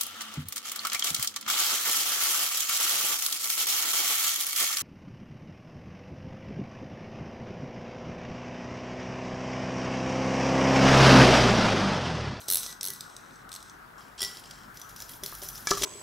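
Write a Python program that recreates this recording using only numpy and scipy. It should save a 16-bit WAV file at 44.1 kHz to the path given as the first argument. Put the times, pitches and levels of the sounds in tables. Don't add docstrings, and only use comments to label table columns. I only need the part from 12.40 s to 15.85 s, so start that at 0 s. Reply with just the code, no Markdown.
import sys
import numpy as np
from scipy import signal
from scipy.fft import rfft, irfft
from scipy.io import wavfile
from scipy.ndimage import uniform_filter1d

SR = 44100
rng = np.random.default_rng(int(sys.argv[2]) if len(sys.argv) > 2 else 0)


def file_out(sig):
    cols = np.atleast_2d(sig).T
    lim = np.clip(cols, -1, 1)
    pcm = np.round(lim * 32767).astype(np.int16)
    wavfile.write(sys.argv[1], SR, pcm)


N = 152145


def amp(db):
    return 10 ** (np.asarray(db) / 20)


def evened(x):
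    return x / np.sqrt(np.mean(x ** 2) + 1e-20)


def read(points, hz):
    f, value = np.transpose(points)
    return np.interp(np.log(hz + 1), np.log(f + 1), value)


def curve(points):
    t, db = np.transpose(points)[:2]
    return amp(np.interp(np.arange(N) / SR, t, db, -120, -120))


def colour(x, points):
    gain = amp(read(points, np.fft.rfftfreq(len(x), 1 / SR)))
    return irfft(rfft(x) * gain, len(x))


SPLIT_HZ = 8650


def halves(x):
    high = colour(x, [(.8 * SPLIT_HZ, -30), (1.2 * SPLIT_HZ, 0)])
    return x - high, high


def ring(drive, hz, db, t60):
    r = 10 ** (-3 / (t60 * SR))
    w = 2 * np.pi * hz / SR
    return amp(db) * signal.lfilter([0, np.sin(w)], [1, -2 * r * np.cos(w), r * r], drive)


NEIGHBOUR_SPREAD, NEIGHBOUR_DB = .022, -7


def cluster(modes):
    apart = 1 + NEIGHBOUR_SPREAD * rng.standard_normal((len(modes), 2))
    neighbours = [(hz * ratio, db + NEIGHBOUR_DB, t60)
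                  for (hz, db, t60), ratios in zip(modes, apart) for ratio in ratios]
    return list(modes) + neighbours


# (frequency [Hz], relative level [dB])
SNAP_SPECTRUM = [(1200, -12), (2600, -11), (3600, -2), (6500, -7.5), (9000, -7.5), (12000, -8),
                 (15500, -13)]
SNAP_T60_S, SNAP_RISE_S = 0.01, 0.0014
DETUNE, SPREAD_DB = .004, 3.5


def strikes(events, modes, ring_db, snap_db):
    t, out = np.arange(SR // 8) / SR, np.zeros(N + SR)
    hz, mode_db, t60 = np.transpose(modes)[..., None]
    luck = rng.standard_normal((len(events), 3, len(modes), 1))
    rise = np.minimum(t / SNAP_RISE_S, 1)
    low, high = halves(evened(colour(rng.standard_normal(N + SR), SNAP_SPECTRUM)))
    for (s, db, treble_db), (size, tune, phase) in zip(events, luck):
        start = round(s * SR)
        at = slice(start, start + len(t))
        tilt_db = treble_db * (hz > SPLIT_HZ)
        level = amp(ring_db + mode_db + tilt_db + SPREAD_DB * size - 60 * t / t60)
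        tones = (level * np.sin(2 * np.pi * (hz * (1 + DETUNE * tune) * t + phase))).sum(0)
        snap = amp(snap_db - 60 * t / SNAP_T60_S) * (low[at] + amp(treble_db) * high[at])
        out[at] += amp(db) * rise * (tones + snap)
    return out[:N]


RUB_RISE_S, RUB_STOP_S, SLIP_T60_S = .004, 0.018, 0.014
GRIT_DB = 4


def rub(strokes, modes, per_s, ring_db, hiss_db, damping, fade_db):
    t = np.arange(N) / SR
    grit = amp(GRIT_DB * np.minimum(rng.exponential(1, N), 4))
    size = grit * (rng.random(N) < per_s / SR)
    envelope = signal.lfilter([1], [1, -amp(-60 / SLIP_T60_S / SR)], size)
    slips = evened(envelope * rng.standard_normal(N))
    low, high = np.zeros((2, N))
    for s, length, db, treble_db in strokes:
        u = np.clip(t - s, 0, length)
        rise = np.minimum(u / RUB_RISE_S, 1)
        stop = np.exp(-np.maximum(t - s - length, 0) / RUB_STOP_S)
        shape = rise * stop * amp(db + fade_db * u / length)
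        low = low + shape
        high = high + shape * amp(treble_db)
    unit = np.sqrt(sum(amp(2 * db) * t60 * damping * SR / (12 * np.log(10)) for f, db, t60 in modes))
    tone = np.zeros(N)
    for k, (f, db, t60) in enumerate(modes):
        drive = np.roll(slips, 331 * k)
        tone += ring(drive * (high if f > SPLIT_HZ else low), f, db, t60 * damping)
    body, top = halves(evened(colour(slips, SNAP_SPECTRUM)))
    return amp(ring_db) * tone / unit + amp(hiss_db) * (low * body + high * top)


# (frequency [Hz], relative level [dB])
HUM_SPECTRUM = [(35, -46), (60, -24), (91, -11), (172, -3), (480, -9), (515, -10.5), (1470, -2),
                (2300, -17), (16000, -54)]
# (frequency [Hz], likeness [0-1])
HUM_LIKENESS = [(100, 0.99), (500, 0), (5000, 0.17), (15000, 1)]
# (frequency [Hz], left minus right [dB])
HUM_LEAN = [(300, -0.5), (1500, 7.5), (5000, -17)]
HUM_DB = -50


def hum():
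    frames, hz = N // 256 + 5, np.fft.rfftfreq(1024, 1 / SR)
    a, b, c, d, patches = rng.standard_normal((frames, 513, 5)).T
    patches = evened(uniform_filter1d(uniform_filter1d(patches, 10, 0), 10, 1))
    same = np.clip(read(HUM_LIKENESS, hz), -1, 1)[:, None]
    left = a + 1j * b
    right = same * left + np.sqrt(1 - same ** 2) * (c + 1j * d)
    lean_db = np.array([.5, -.5])[:, None, None] * read(HUM_LEAN, hz)[:, None]
    level_db = read(HUM_SPECTRUM, hz)[:, None] + 1.8 * patches + lean_db
    z = np.array([left, right]) * amp(level_db)
    return amp(HUM_DB) * evened(signal.istft(z, nperseg=1024, noverlap=768)[1][:, :N])


# (time [s], level [dB])
RUMBLE_LEVEL = [(0, -65.5), (1.8, -59.5), (3.45, -50.5)]


def rumble():
    spectrum = [(28, -31.5), (44, -0.5), (62, -17.5), (130, -11), (300, -34.5)]
    return curve(RUMBLE_LEVEL) * evened(colour(rng.standard_normal(N), spectrum))


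# (time [s], relative level [dB], treble [dB])
PAWL_CLICKS = [(0.0833, -12, 2), (0.0893, -15, -3), (0.1703, -10.5, 7), (0.2628, -17, -15),
               (0.3256, -24, -12), (0.41, -12, -13), (0.4836, -15.5, 1), (0.5027, -18.5, 7),
               (0.5347, -26, 8.5), (0.5603, -29, -17), (0.6073, -18, -3), (0.697, -34, -20),
               (0.7649, -21.5, -9), (0.957, -35, -26), (1.0912, -27, -9), (1.2267, -29.5, -5),
               (1.2965, -28.5, -13)]
# (start [s], teeth [count], gap [s], relative level [dB], treble [dB])
TOOTH_RUNS = [(0.1007, 6, 0.011, -11, 10), (0.4305, 5, 0.0105, -16, 5), (1.1171, 5, .011, -21, -5.5)]
# (frequency [Hz], relative level [dB], t60 [s])
WRENCH_MODES = [(4120, -5, .018), (5430, -9, .03), (6050, -2, .018), (8080, -5, .028), (11000, -6, .022),
                (11760, -8, .02), (13230, -9, .02)]
# (start [s], length [s], relative level [dB], treble [dB])
WRENCH_STROKES = [(0, 0.075, -46, -1), (.078, 0.2, -38.5, -6), (.175, 0.14, -38.5, -1.5),
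                  (.41, .13, -47, -8), (.54, 0.48, -54, -8.5), (1.2, 0.13, -54.5, -14)]


def wrench():
    teeth = [(s + k * gap, db, treble_db)
             for s, count, gap, db, treble_db in TOOTH_RUNS for k in range(round(count))]
    steel = cluster(WRENCH_MODES)
    clicks = strikes(teeth + list(PAWL_CLICKS), steel, ring_db=-16.5, snap_db=-5)
    slide = rub(WRENCH_STROKES, steel, per_s=700, ring_db=-3, hiss_db=-3, damping=.5, fade_db=-9)
    return colour(clicks + slide, [(3000, -4.5), (4300, 0.5)])


# (time [s], relative level [dB], centre of favoured modes [Hz])
FRAME_KNOCKS = [(0.084, -43, 430), (.262, -42, 1100), (0.484, -42.5, 330), (1.82, -40, 428),
                (2.83, -37.5, 480), (2.925, -33.5, 1300), (3.025, -36.5, 610), (3.272, -18, 1950),
                (3.31, -22, 396), (3.316, -13.5, 1210), (3.374, -29, 1270), (3.415, -30.5, 406),
                (3.434, -27, 1010)]
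# (frequency [Hz], relative level [dB], t60 [s])
FRAME_MODES = [(250, -7, .05), (400, -1, .09), (585, -2, .05), (740, -4, .03), (1185, -1, .05),
               (1298, -4, .07), (1685, -2, .04), (2280, -3, .03)]
SPOT_OCT, CONTACT_S = .42, .00015


def frame():
    t, out = np.arange(SR // 3) / SR, np.zeros(N + SR)
    hz, db, t60 = np.transpose(FRAME_MODES)[..., None]
    modes = amp(db - 60 * t / t60) * np.sin(2 * np.pi * hz * t)
    contacts = abs(rng.standard_normal((len(FRAME_KNOCKS), 800))) * np.exp(-t[:800] / CONTACT_S)
    for (s, knock_db, centre), contact in zip(FRAME_KNOCKS, contacts):
        near = np.exp(-(np.log2(hz / centre) / SPOT_OCT) ** 2 / 2)
        knock = signal.fftconvolve((near * modes).sum(0), contact / contact.sum())[:len(t)]
        out[round(s * SR):][:len(t)] += amp(knock_db) * knock
    return out[:N]


# (time [s], relative level [dB])
PING_EVENTS = [(.268, -46.5), (.487, -48), (1.81, -34)]
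PING_HZ, PING_T60_S, PING_RISE_S = 1961, 0.34, 0.025


def pings():
    t, out = np.arange(N) / SR, 0
    for s, db in PING_EVENTS:
        u = np.maximum(t - s, 0)
        envelope = amp(db - 60 * u / PING_T60_S) * np.minimum(u / PING_RISE_S, 1)
        out = out + envelope * np.sin(2 * np.pi * PING_HZ * t)
    return out


def loose(clinks, strokes, modes):
    steel = cluster(modes)
    slide = rub(strokes, steel, per_s=400, ring_db=-4, hiss_db=-4, damping=.45, fade_db=-8.5)
    return slide + strikes(clinks, steel, ring_db=-12.0, snap_db=-1.5)


# (time [s], relative level [dB], treble [dB])
NUT_STRIKES = [(1.793, -29.5, 0), (1.8054, -19.5, -1), (1.8173, -16, 3), (1.8284, -14.5, -2),
               (1.8366, -19.5, 3.5), (1.8471, -17, -3), (1.9702, -30, 0), (1.9965, -44, 13),
               (2.1094, -30.5, -2)]
# (frequency [Hz], relative level [dB], t60 [s])
NUT_MODES = [(3250, -2, .03), (4865, -6, .05), (5440, -2, .07), (6000, -9, .03), (7440, -7, .05),
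             (9620, -10, .04), (10640, -9, .04)]
# (start [s], length [s], relative level [dB], treble [dB])
NUT_STROKES = [(1.576, 0.11, -50, -4), (1.777, 0.062, -38.5, -17), (1.85, 0.15, -42, -2.5),
               (2.031, 0.21, -51, -10)]


def nut():
    return loose(NUT_STRIKES, NUT_STROKES, NUT_MODES)


# (time [s], relative level [dB], treble [dB])
BRAKE_STRIKES = [(2.3714, -34, 0.5), (2.3963, -37.5, 8), (2.4151, -30.5, 1), (2.5612, -38, 4),
                 (2.602, -28.5, 1.5), (2.6201, -29, 2), (2.735, -36.5, 4), (2.835, -22, 6),
                 (2.8608, -22.5, 9.5), (2.9502, -32.5, 9), (3.0185, -30, -5), (3.048, -43, 7),
                 (3.0866, -27, 9), (3.1554, -40, 0), (3.1806, -37, 6), (3.271, -10, -9.5), (3.298, -29, 5),
                 (3.3059, -14.5, -5), (3.3095, -8.5, -12), (3.4112, -32, -13), (3.4375, -14.5, -5)]
# (frequency [Hz], relative level [dB], t60 [s])
BRAKE_MODES = [(3380, -9, .03), (4045, -12, .04), (4865, -8, .04), (5270, -3, .035), (5945, -1, .045),
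               (7020, -4, .03), (10390, -8, .025), (13220, -4, .03)]
# (start [s], length [s], relative level [dB], treble [dB])
BRAKE_STROKES = [(2.34, 0.2, -57, 4), (2.487, 0.034, -53.5, 2), (2.559, 0.095, -46.5, 3),
                 (2.68, 0.095, -48.5, 10), (2.821, 0.69, -49.5, 8), (3.015, 0.093, -47, 9),
                 (3.148, 0.025, -42, 4.5), (3.245, 0.048, -52, 2), (3.282, 0.066, -30.5, -9),
                 (3.368, 0.17, -34.5, -2.5), (3.411, 0.34, -29.5, -11)]


def brake():
    return loose(BRAKE_STRIKES, BRAKE_STROKES, BRAKE_MODES)


ROOM_DB, ROOM_T60_S = -7, 0.31


def room(x):
    t = np.arange(SR // 2) / SR
    tail = rng.standard_normal((2, len(t))) * amp(-60 * t / ROOM_T60_S) * (t > .003)
    tail[1] = .8 * tail[0] + .6 * tail[1]
    tail = tail / np.linalg.norm(tail[0])
    return amp(ROOM_DB) * signal.fftconvolve(x[None], tail, axes=1)[:, :N]


def scene():
    near = wrench() * amp([[-.3], [.3]])
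    near = near + (nut() + brake()) * amp([[.2], [-.2]])
    near = near + (frame() + pings()) * amp([[1.5], [-1.5]])
    return near + room(near.mean(0)) + hum() + rumble()


EDGE_HZ = 15750


def record(dry):
    lowpass = signal.firwin(511, EDGE_HZ, window=("kaiser", 9), fs=SR)
    return signal.oaconvolve(dry, lowpass[None], "same")


dry = scene()
out = record(dry)
file_out(out)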